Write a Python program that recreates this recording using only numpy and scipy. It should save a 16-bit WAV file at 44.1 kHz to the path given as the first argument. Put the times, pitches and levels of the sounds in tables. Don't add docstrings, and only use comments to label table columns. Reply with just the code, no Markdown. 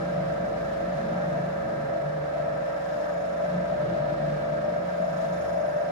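import sys
import numpy as np
from scipy import signal
from scipy.fft import irfft, next_fast_len
from scipy.io import wavfile
from scipy.ndimage import uniform_filter1d

SR = 44100
rng = np.random.default_rng(int(sys.argv[2]) if len(sys.argv) > 2 else 0)


def master_out(mix):
    frames = np.transpose(np.atleast_2d(mix))
    ceiling = np.clip(frames, -1, 1)
    pcm = np.round(ceiling * 32767).astype(np.int16)
    wavfile.write(sys.argv[1], SR, pcm)


N = 260628
SHAFT_HZ, TOP_HZ = 24.988, 15650
TIME_S = np.arange(N) / SR
FFT_SIZE = next_fast_len(N)
BINS_HZ = np.fft.rfftfreq(FFT_SIZE, 1 / SR)


def undb(db):
    return 10 ** (np.asarray(db) / 20)


def curves(table):
    time_s, *columns = np.transpose(table)
    return [np.interp(TIME_S, time_s, column) for column in columns]


def swings(table):
    return [db - db.mean() for db in curves(table)]


def wander(rate_hz, time_s=TIME_S):
    hold = 16
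    held = np.repeat(rng.standard_normal(int(N / SR * rate_hz) + 2), hold)
    smooth = uniform_filter1d(uniform_filter1d(held, size=hold), size=hold)
    return np.interp(time_s, np.arange(len(smooth)) / (hold * rate_hz), smooth / smooth.std())


def throb(place_turns, sharpness):
    gain = np.exp(sharpness * np.cos(2 * np.pi * (SHAFT_HZ * TIME_S - place_turns)))
    return gain / np.sqrt(np.mean(gain ** 2))


def white(count):
    return np.sqrt(FFT_SIZE / 2) * (rng.standard_normal(count) + 1j * rng.standard_normal(count))


def waveform(spectra):
    return irfft(spectra, FFT_SIZE)[:, :N]


def resonances(modes):
    span = int(1500 * FFT_SIZE / SR)
    spectra = np.zeros((2, len(BINS_HZ)), complex)
    for hz, width_hz, left_db, right_db, lead_rad in modes:
        near = np.searchsorted(BINS_HZ, max(hz - 750, 0)) + np.arange(span)
        shape = 1 / (1 + 1j * (BINS_HZ[near] - hz) / (0.79 * width_hz)) ** 2
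        shape /= np.sqrt(np.sum(abs(shape) ** 2) / len(BINS_HZ))
        coherence = np.clip(1.4 - hz / 1800, .6, 1)
        left = white(span)
        right = coherence * left + np.sqrt(1 - coherence ** 2) * white(span)
        spectra[0, near] += shape * undb(left_db) * np.exp(1j * lead_rad) * left
        spectra[1, near] += shape * undb(right_db) * right
    return waveform(spectra)


# (frequency [Hz], left [dB/Hz], right [dB/Hz])
NOISE_DENSITY = [(38, -97, -94), (60, -84, -83.5), (100, -81, -79), (130, -79, -79), (260, -73.5, -73.5),
                 (400, -73.5, -74.5), (850, -76, -74), (1450, -81, -80), (2060, -83.5, -81.5),
                 (3140, -91, -90.5), (4060, -92.5, -89.5), (4750, -92, -101), (6040, -97, -107),
                 (7950, -102, -109), (12200, -111, -113), (14200, -114, -114), (14600, -135, -114),
                 (15300, -138, -120)]


def noise_spectra():
    hz, *sides_db = np.transpose(NOISE_DENSITY)
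    colour = np.sqrt(SR / 2) * undb([np.interp(np.log(BINS_HZ + 1), np.log(hz), db) for db in sides_db])
    coherence = np.clip(1.2 - BINS_HZ / 500, 0, .9)
    mid = np.sqrt((1 + coherence) / 2) * white(len(BINS_HZ))
    side = np.sqrt((1 - coherence) / 2) * white(len(BINS_HZ))
    return colour * np.array([mid + side, mid - side])


def highpass(corner_hz):
    return 1 / (1 + (corner_hz / (BINS_HZ + 1)) ** 6)


def room(spectra, rumble_db):
    bass = 1 / (1 + (BINS_HZ / 480) ** 6)
    midrange = (1 - bass) * (1 - highpass(2600))
    swelling = undb(rumble_db) * waveform(spectra * bass)
    return swelling + undb(0.77 * wander(7.6)) * waveform(spectra * midrange)


# (time [s], hiss gain [dB])
FINGER_GAIN = [(.2, 1), (.75, 1), (1.05, 2), (1.4, 0), (1.8, -2), (2.5, -1), (3.3, -1), (3.7, 1.5),
               (4.3, 2), (4.8, -.5), (5.9, -.5)]


def hiss(spectra, rub_db):
    finger_db, = curves(FINGER_GAIN)
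    treble, air = spectra * highpass(2600), highpass(5500)
    fingers = undb(finger_db) * waveform(treble * (1 - air))
    top_hiss = undb(0.33 * finger_db + np.outer([.4, .1], rub_db)) * waveform(treble * air)
    flicker = undb(.6 * wander(12) + .6 * wander(40))
    return flicker * throb(.4, .07) * (fingers + top_hiss)


# (time [s], level [dB])
RUB_LEVEL = [(1, 0.5), (1.4, 0), (1.8, -0.5), (2.3, -2.5), (2.6, 0), (3.0, 2), (3.42, 2), (3.55, 0),
             (4, -3.5), (4.4, -1), (4.8, 0), (5.05, 2.5), (5.5, 4.5), (5.9, 2)]
# (frequency [Hz], width [Hz], left [dB], right [dB], left lead [rad], place [turns], sharpness [-])
SQUEAK_MODES = [(3605, 37, -73.5, -69.5, 1.6, 0.4, 0.21), (5160, 450, -66, -82, .9, .31, .25),
                (5480, 120, -70, -88, -.5, 0.2, 0.22), (6450, 100, -71.5, -84, 1.6, 0.2, 0.39),
                (6650, 150, -73.5, -87.5, 1.1, 0.4, .35), (7130, 100, -77, -85, .9, .31, .35),
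                (9450, 300, -82, -96, -.6, .74, .2), (10260, 200, -78, -93, 1.9, .74, .6),
                (10560, 900, -78, -93, 0, .4, .1), (13350, 600, -79, -94, 1.7, .26, .3)]


def squeak(rub_db):
    out = 0
    for *mode, place_turns, sharpness in SQUEAK_MODES:
        gain = undb(1.3 * rub_db + 1.5 * wander(5))
        out += gain * throb(place_turns, sharpness * undb(rub_db)) * resonances([mode])
    return out


# (time [s], first boom [dB], second boom [dB], rumble [dB])
FRAME_SHAKE = [(0.0, -41.5, -37, -41), (0.11, -46, -36.5, -45), (0.16, -41, -36.5, -42.5),
               (0.49, -42, -38.5, -41), (0.69, -46, -47, -41.5), (0.76, -43.5, -44, -43.5),
               (0.84, -51.5, -34.5, -42), (0.97, -34.5, -40, -44.5), (1.02, -49, -38.5, -43),
               (1.12, -38.5, -37.5, -40), (1.22, -43.5, -38, -45.5), (1.3, -38.5, -37, -40),
               (1.53, -45.5, -41.5, -46), (1.63, -43, -37, -42), (1.97, -39, -52.5, -44),
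               (2.05, -39.5, -52.5, -47), (2.17, -33.5, -50.5, -44.5), (2.27, -43, -51.5, -47.5),
               (2.6, -37.5, -47, -45), (2.65, -43, -47.5, -47), (2.87, -48, -46, -54),
               (2.96, -45, -46, -47), (3.07, -55.5, -43, -49), (3.16, -44, -40.5, -51),
               (3.35, -58.5, -43.5, -48.5), (3.55, -38.5, -33, -44.5), (3.66, -46.5, -41.5, -47),
               (3.84, -35, -39.5, -43), (3.93, -44.5, -37, -38), (4.01, -37.5, -44, -45),
               (4.16, -42.5, -43, -42.5), (4.3, -38.5, -39, -42), (4.85, -45, -43, -43.5),
               (4.95, -43, -46.5, -52.5), (5.01, -50.5, -36, -48), (5.08, -38.5, -41, -47.5),
               (5.54, -53, -41, -46.5), (5.78, -40.5, -47, -50), (5.9, -55, -42.5, -46)]
# (frequency [Hz], width [Hz], left [dB], right [dB], left lead [rad])
FRAME_MODES = [(150.5, 11.3, -40.5, -43, 0.23), (177.5, 13.7, -42, -42, 0.3),
               (223.4, 21.5, -49.5, -51.5, 0.062), (323.7, 30.6, -50, -54, -0.25),
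               (465.4, 35, -50, -53, 1.5)]


def frame(first_boom_db, second_boom_db, rumble_db):
    first_boom = undb(first_boom_db - 4) * resonances(FRAME_MODES[:1])
    second_boom = undb(second_boom_db - 3) * resonances(FRAME_MODES[1:2])
    return first_boom + second_boom + undb(rumble_db) * resonances(FRAME_MODES[2:])


# (time [s], low ring near 600 Hz [dB], high ring near 660 Hz [dB])
CASING_RING = [(0.0, -41.5, -43.5), (0.13, -35.5, -41.5), (0.23, -40, -34.5), (0.62, -37, -41),
               (0.92, -39, -36.5), (1.26, -37, -41.5), (1.36, -37, -33.5), (1.58, -39, -41),
               (1.82, -36.5, -40), (1.94, -38.5, -36), (2.32, -39.5, -41.5), (2.36, -36, -35.5),
               (2.84, -39, -39), (2.91, -34.5, -37.5), (3.11, -35.5, -33.5), (3.29, -37.5, -40.5),
               (3.45, -34, -36.5), (3.65, -39, -39), (3.73, -36, -34), (3.84, -37, -45.5),
               (3.91, -36.5, -37.5), (4.24, -35.5, -36.5), (4.37, -40, -44.5), (4.47, -35, -36.5),
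               (4.88, -35, -39), (5.03, -33, -32.5), (5.18, -36.5, -40), (5.27, -38, -32), (5.36, -39, -42),
               (5.59, -31.5, -31.5), (5.73, -34, -40.5), (5.83, -32, -33), (5.9, -36.5, -40)]
# (frequency [Hz], width [Hz], left [dB], right [dB], left lead [rad])
CASING_MODES = [(545, 33, -53, -48, 2.5), (571.3, 14.7, -56, -42.5, -2.0), (595.7, 16, -38.5, -43.5, -1.5),
                (622.2, 14, -40, -51, -2.5), (645, 15, -36.5, -44, -2.0), (681.8, 26, -40.5, -45, -0.55),
                (721.5, 13, -44.5, -55, 3), (742, 14.4, -53.5, -45, -0.9), (795, 13.7, -48.5, -58, -0.34),
                (860, 37, -56.5, -51, 1.67), (955.7, 45, -52.5, -51.5, 0.36), (1005, 25, -58, -61.5, 0.4),
                (1138, 60, -51, -50.5, -2.5), (1249, 94, -48, -53, 0.48), (1328, 29, -53.5, -48.5, -2),
                (1403, 35, -57, -51.5, -2.5), (1497, 18, -61, -59.5, 0.9), (1588, 37, -49, -46.5, 2.5),
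                (1723, 56, -53, -50.5, 1.56), (1848, 25, -55, -63, 1.08), (2029, 80, -56, -57, -2.5),
                (2278, 71, -63.5, -63, 1.5), (2675, 80, -70, -64, -1.97)]


def casing(low_ring_db, high_ring_db):
    low_ring = undb(low_ring_db - 0.2) * resonances(CASING_MODES[1:4])
    high_ring = undb(high_ring_db - 1.5) * resonances(CASING_MODES[4:7])
    weak_modes = undb(.6 * wander(9)) * resonances(CASING_MODES[:1] + CASING_MODES[7:])
    return throb(0.091, .3) * (low_ring + high_ring) + throb(0.42, 0.097) * weak_modes


# (time [s], order 2 [dB], order 3 [dB])
DEEP_LEVELS = [(0.0, -55, -58), (0.66, -53, -53.5), (1.03, -56, -56), (1.48, -58.5, -58),
               (1.64, -59.5, -53.5), (1.77, -59, -59.5), (2.38, -63, -54), (2.56, -60.5, -60),
               (3.37, -63.5, -57.5), (3.6, -56, -55.5), (4.24, -53.5, -57.5), (4.98, -66, -56),
               (5.26, -61.5, -58.5), (5.45, -65.5, -49.5), (5.9, -64, -61)]
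# (order [shaft multiple, rounded in use], left [dB], right [dB], left lead [rad])
HUM_ORDERS = [(2, -57.5, -60.5, 0), (3, -60.5, -52.5, 0), (4, -71, -67.5, 2.5), (5, -53.5, -53, 0.45),
              (6, -47, -49, 0.1), (7, -48, -47.5, -0.3), (8, -56, -55.5, -0.2), (9, -54.5, -54.5, -0.5),
              (10, -68.5, -59.5, 0), (11, -58, -65, -0.7), (12, -57.5, -52.5, -0.5),
              (13, -53.5, -61.5, -0.5), (14, -66, -58, 0.5), (15, -60.5, -66, -0.7),
              (16, -65.5, -63.5, -1.5), (17, -57, -58.5, -0.5), (18, -52, -54.5, 0.0),
              (19, -56.5, -58, 2.9), (20, -56, -55.5, 2.5), (21, -42, -45, 3), (22, -34.5, -30, 2.5),
              (22.9, -59.5, -46, -2.5), (24, -34.5, -39, -1.0), (25, -46, -48.5, -3.1),
              (26, -36, -46, -2.13), (27, -41.5, -44, -0.33), (28, -51, -55, -0.2), (30, -57.5, -58, 0.3),
              (31, -63.5, -58.5, -0.8)]


def motor_hum(first_boom_db, second_boom_db, rumble_db, low_ring_db, high_ring_db):
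    order2_db, order3_db = swings(DEEP_LEVELS)
    follow_db = {2: order2_db + .6, 3: order3_db + .8, 6: first_boom_db + 3, 7: second_boom_db + 3,
                 24: low_ring_db - .3, 25: low_ring_db, 26: high_ring_db - .1, 27: high_ring_db - .1}
    follow_db |= {order: rumble_db for order in (5, 8, 9, 11, 13, 15, 16)}
    decimation = 16
    time_s, out = TIME_S[::decimation], 0
    for (order, left_db, right_db, lead_rad), start_turns in zip(HUM_ORDERS, rng.random(len(HUM_ORDERS))):
        order = round(order)
        waver_rad = .08 if order in (2, 3, 21, 22) else .3
        phase_rad = 2 * np.pi * (order * SHAFT_HZ * time_s + start_turns) + waver_rad * wander(4, time_s)
        swing_db = follow_db.get(order, np.zeros(N))[::decimation]
        gain = np.sqrt(2) * undb(swing_db + 5.4 * waver_rad * wander(4, time_s))
        left = undb(left_db) * np.cos(phase_rad + lead_rad)
        right = undb(right_db) * np.cos(phase_rad)
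        out += gain * np.array([left, right])
    return signal.resample_poly(out, decimation, 1, axis=1)[:, :N]


def scene():
    shake_db, ring_db = swings(FRAME_SHAKE), swings(CASING_RING)
    rub_db, = curves(RUB_LEVEL)
    machine = motor_hum(*shake_db, *ring_db) + frame(*shake_db) + casing(*ring_db) + squeak(rub_db)
    spectra = noise_spectra()
    return machine + hiss(spectra, rub_db) + room(spectra, rumble_db=shake_db[2])


def record(dry):
    return signal.sosfilt(signal.ellip(8, .2, 70, TOP_HZ, fs=SR, output="sos"), dry)


dry = scene()
out = record(dry)
master_out(out)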